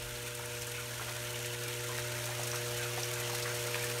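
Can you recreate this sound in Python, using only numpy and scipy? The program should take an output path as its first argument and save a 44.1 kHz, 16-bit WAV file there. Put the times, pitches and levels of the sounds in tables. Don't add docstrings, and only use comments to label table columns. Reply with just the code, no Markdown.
import sys
import numpy as np
from scipy import signal
from scipy.fft import rfft, irfft
from scipy.io import wavfile
from scipy.ndimage import uniform_filter1d

SR = 44100
rng = np.random.default_rng(int(sys.argv[2]) if len(sys.argv) > 2 else 0)


def int16_out(signal):
    q = np.round(np.clip(np.atleast_2d(signal).T, -1, 1) * 32767)
    wavfile.write(sys.argv[1], SR, q.astype(np.int16))


N = 176400
TIME = np.arange(N) / SR
BINS = np.fft.rfftfreq(N, 1 / SR)
BUBBLE_RISE = 0.0415

# f/Hz, relative level/dB
RUMBLE_SPECTRUM = [(15, -34), (28, -15), (40, -21), (55, -1.5), (70, -3.5), (88, -4), (120, -9), (200, -23),
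                   (500, -34)]
# t/s, level/dB, decay/s
HANDLING_BUMPS = [(.01, -48, .11), (1.77, -48, .04)]
# t/s, level/dB of harmonics 1, 3, 4 and 5
HUM_LEVELS = [(0, -49, -59, -53.5, -54), (0.55, -49, -56.5, -49, -53), (0.8, -47.5, -60.0, -51, -57),
              (1.0, -47.6, -59, -57.8, -53.5), (1.12, -47, -55.5, -57, -51.5),
              (1.3, -46, -54, -50.5, -51.6), (1.6, -45.5, -50.5, -48.5, -54.5),
              (1.92, -45, -51.5, -46.5, -52.5), (2.08, -43.5, -49.9, -51, -48.8),
              (2.24, -44.0, -53.5, -61, -47), (2.45, -43.5, -50, -48, -50.5), (2.7, -43.7, -50.5, -45, -49),
              (3.0, -43.5, -48, -48, -51.5), (3.3, -44, -49.7, -46.5, -49.5),
              (3.65, -44.1, -49.5, -45, -47.5), (4.0, -44.6, -53, -44.2, -49)]
# f/Hz, width/Hz, level/dB relative to the pouring
TANK_MODES = [(1400, 36, -17.5), (1453, 47, -42), (970, 70, -26)]
# t/s, level/dB, centre f/Hz, decay/s
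SPRAYS = [(0.156, -39, 3780, 0.01), (.348, -32.5, 8500, 0.0043), (.455, -33.5, 9000, 0.0046),
          (.617, -36, 6400, 0.011), (0.667, -37, 8500, 0.0078), (1.092, -29.5, 4000, 0.0031),
          (1.329, -36, 12000, 0.0027), (1.456, -36, 8500, 0.0097), (1.884, -34, 7000, .005),
          (2.254, -33, 7450, 0.0055), (2.431, -30, 6960, 0.0055), (2.473, -31, 7500, .005),
          (2.556, -29, 5800, 0.006), (2.66, -42.5, 7000, 0.017), (2.77, -36.5, 6500, 0.01),
          (3.03, -26, 4900, 0.003), (3.136, -29, 6500, 0.0043), (3.197, -33.5, 9500, 0.0057),
          (3.346, -34.5, 4300, 0.013), (3.347, -36, 11000, .01), (3.423, -31.5, 4670, .009),
          (3.546, -36, 7500, .008), (3.824, -28.5, 8500, 0.0032), (3.84, -34, 8000, 0.012)]
# t/s, level/dB, f/Hz, decay/s
PLOPS = [(.395, -39.5, 900, .009), (1.346, -33, 2900, 0.0022), (1.986, -23, 1770, 0.00098),
         (2.396, -29, 740, 0.0022), (2.517, -24.5, 5700, .0011), (2.98, -35, 870, .005),
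         (3.033, -25, 5600, 0.002), (3.334, -32, 830, 0.0037), (3.745, -21.5, 2440, 0.0013)]
# t/s, level/dB, centre f/Hz, half width/octaves, decay/s
GULPS_AND_SCUFFS = [(.388, -44, 1300, .2, 0.013), (0.738, -46, 2450, .25, .06),
                    (0.779, -42.5, 1420, 0.06, 0.019), (0.994, -41, 1290, .45, 0.019),
                    (1.01, -42, 800, 1.2, .022), (1.077, -43, 970, 1.1, 0.055),
                    (1.25, -46.5, 2980, .2, 0.055), (1.34, -47, 2880, 0.22, .02),
                    (1.445, -40.5, 2400, 0.74, 0.026), (1.686, -43, 2430, 0.47, 0.034),
                    (1.885, -44, 1020, 0.3, 0.03), (2.29, -44, 900, 0.45, .03),
                    (2.529, -39, 1300, 0.51, 0.03), (2.795, -40.5, 1520, .1, .035),
                    (2.823, -40, 2600, 0.48, .025), (2.974, -35, 730, .4, 0.015),
                    (3.236, -44, 2970, .15, 0.046), (3.295, -40, 980, 0.26, 0.014),
                    (3.453, -38.5, 1600, 0.56, 0.066), (3.742, -36.5, 1800, 1, .02),
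                    (3.753, -37, 1190, 1.5, .018), (3.835, -36, 1700, 0.49, 0.011)]
# f/Hz, relative level/dB from afar, relative level/dB close up
WATER_SPECTRUM = [(151, -13.5, -1.5), (230, -6, -6), (397, -5.5, -3.5), (624, -2.5, 1), (763, -11.5, -4),
                  (890, -3.5, -1), (1100, -10, -5.5), (1290, -11, -2.5), (1380, -2.5, -2.5), (1870, -6, -3),
                  (2740, -4.5, -2.5), (3400, -6, -5.5), (4370, -9.5, -5), (4950, -11, -9.5), (5300, -9, -6),
                  (6500, -7, -5), (7600, -11, -9), (8460, -8, -6.5), (9820, -9.5, -8), (10300, -14.5, -13),
                  (11240, -10.5, -8.5), (12900, -13, -11), (15300, -17.5, -15.5)]
# t/s, nearness (0 far, 1 close)
NEARNESS = [(0, 0), (.7, 0.3), (1.7, 0.1), (2.25, 0.7), (2.55, 0.9), (4, 1)]
# t/s, level/dB
POUR_LEVEL = [(0, -44), (.7, -43), (1.45, -42), (2.3, -40.5), (2.6, -40), (3.2, -39.5), (3.75, -39.5),
              (4, -39)]


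def amp(db):
    return 10 ** (np.asarray(db) / 20)


def unit_rms(x):
    return x / np.sqrt(np.mean(x ** 2) + 1e-20)


def curve(table, column=1):
    columns = np.transpose(table)
    return np.interp(TIME, columns[0], columns[column])


def colour(x, table, column=1):
    columns = np.transpose(table)
    gain_db = np.interp(np.log(BINS + 1), np.log(columns[0]), columns[column])
    cepstrum = irfft(np.log(amp(gain_db)), N)
    cepstrum[1:N // 2] *= 2
    cepstrum[N // 2 + 1:] = 0
    return unit_rms(irfft(rfft(x) * np.exp(rfft(cepstrum)), N))


def cut(x, order, hz, kind):
    return signal.sosfilt(signal.butter(order, hz, kind, fs=SR, output="sos"), x)


def wander(rate_hz):
    spectrum = rfft(rng.standard_normal(N)) * BINS / (BINS + 2)
    return unit_rms(irfft(spectrum / (1 + (BINS / rate_hz) ** 2), N))


def clicks(per_s, spread_db):
    size = amp(spread_db * np.minimum(rng.exponential(1, N), 4.5))
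    return size * rng.choice([-1, 1], N) * (rng.random(N) < per_s / SR)


def burst(hz, octaves, decay_s, per_s, attack_s):
    t = TIME[:SR // 2]
    detune = (np.log2(np.fft.rfftfreq(len(t), 1 / SR) + 1) - np.log2(hz)) / octaves
    impacts = rng.standard_normal(len(t)) * (rng.random(len(t)) < per_s / SR)
    band = unit_rms(irfft(rfft(impacts) / (1 + detune ** 2), len(t)))
    return band * np.minimum(t / attack_s, 1) * np.exp(-t / decay_s)


def add(mix, start_s, sound):
    part = mix[max(round(start_s * SR), 0):][:len(sound)]
    part += sound[:len(part)]


def rumble(midway_db=-58.5, db_per_s=-1.4):
    level = amp(midway_db + db_per_s * (TIME - TIME.mean()))
    out = level * colour(rng.standard_normal(N), RUMBLE_SPECTRUM)
    for start_s, db, decay_s in HANDLING_BUMPS:
        bump = burst(hz=48, octaves=0.34, decay_s=decay_s, per_s=710, attack_s=0.015)
        add(out, start_s, amp(db) * bump)
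    return out


def pump(hum_hz=120.03, second_db=-63):
    first, third, fourth, fifth = (curve(HUM_LEVELS, column) for column in (1, 2, 3, 4))
    hum = np.zeros(N)
    for harmonic, db in enumerate([first, second_db, third, fourth, fifth], 1):
        phase = 2 * np.pi * (harmonic * hum_hz * TIME + rng.random())
        waver = 0.11 * np.sqrt(harmonic) * wander(rate_hz=2.5)
        hum += np.sqrt(2) * amp(db) * np.sin(phase + waver)
    return hum


def greenhouse(direct, t60_s=0.28, echo_db=-7):
    t, echo = TIME[:SR // 2], np.zeros(N)
    dull = cut(direct, order=1, hz=4560, kind="low")
    shares = np.array([wander(rate_hz=6.6) for _ in range(4)])
    for share in shares / np.linalg.norm(shares, axis=0):
        reflections = rng.standard_normal(len(t)) * (rng.random(len(t)) < 2000 / SR)
        tail = reflections * (t > 0.004) * amp(-60 * t / t60_s)
        echo += signal.fftconvolve(dull * share, tail / np.linalg.norm(tail))[:N]
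    return direct + amp(echo_db) * echo


def tank_ring():
    noise = rng.standard_normal(N)
    return sum(amp(db) * unit_rms(signal.lfilter(*signal.iirpeak(hz, hz / width, SR), noise))
               for hz, width, db in TANK_MODES)


def wash(patch_db=1):
    spectrogram = signal.stft(rng.standard_normal(N), nperseg=512)[2]
    patches = uniform_filter1d(rng.standard_normal(spectrogram.shape), size=7, axis=0)
    patches = unit_rms(uniform_filter1d(patches, size=9, axis=1))
    return unit_rms(signal.istft(spectrogram * amp(patch_db * patches))[1][:N])


def drops(clump_db=4.5):
    ticks = clicks(per_s=6000, spread_db=3) * amp(clump_db * wander(rate_hz=70))
    return unit_rms(cut(ticks, order=1, hz=1530, kind="high"))


def bubbles(low_hz, high_hz, per_s, spread_db, decay_cycles, sizes=56):
    out = np.zeros(N)
    shares = np.sin(np.pi * (np.arange(sizes) + 0.5) / sizes)
    for hz, share in zip(np.geomspace(low_hz, high_hz, sizes), shares):
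        age = np.arange(0, 5, hz / decay_cycles / SR)
        ring = np.exp(-age) * np.sin(2 * np.pi * decay_cycles * age * (1 + BUBBLE_RISE * age / 2))
        births = clicks(per_s / sizes, spread_db)
        out += np.sqrt(hz * share) * unit_rms(signal.oaconvolve(births, ring)[:N])
    return unit_rms(out)


def splashes_and_scuffs():
    out, t = np.zeros(N), TIME[:SR // 4]
    for start_s, db, hz, decay_s in SPRAYS:
        spray = burst(hz, octaves=0.62, decay_s=decay_s, per_s=16000, attack_s=0.0036)
        add(out, start_s, amp(db) * spray)
    for start_s, db, hz, decay_s in PLOPS:
        rise = 1 + BUBBLE_RISE * np.tanh(t / decay_s / 2) / 2
        add(out, start_s, amp(db) * np.exp(-t / decay_s) * np.sin(2 * np.pi * hz * t * rise))
    for start_s, db, hz, octaves, decay_s in GULPS_AND_SCUFFS:
        add(out, start_s, amp(db) * burst(hz, octaves, decay_s, per_s=2500, attack_s=0.0028))
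    return out


def pouring():
    patter = drops()
    fizz = bubbles(low_hz=2430, high_hz=15550, per_s=3500, spread_db=3.3, decay_cycles=2.64)
    gurgle = bubbles(low_hz=650.3, high_hz=4002, per_s=900, spread_db=2.5, decay_cycles=19)
    water = amp(-3.5) * wash() + amp(-4.5) * patter + amp(-7) * fizz + amp(-11) * gurgle
    water = cut(water, order=2, hz=110, kind="high")
    distant = colour(water, WATER_SPECTRUM, column=1) + tank_ring()
    close = colour(water, WATER_SPECTRUM, column=2)
    nearness = curve(NEARNESS)
    return amp(curve(POUR_LEVEL)) * ((1 - nearness) * distant + nearness * close)


def scene():
    return (greenhouse(pouring() + splashes_and_scuffs()) + pump() + rumble())[None]


def record(dry):
    low_pass = signal.firwin(801, cutoff=15730, window=("kaiser", 9), fs=SR)
    return signal.oaconvolve(dry, low_pass[None], "same")


dry = scene()
out = record(dry)
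int16_out(out)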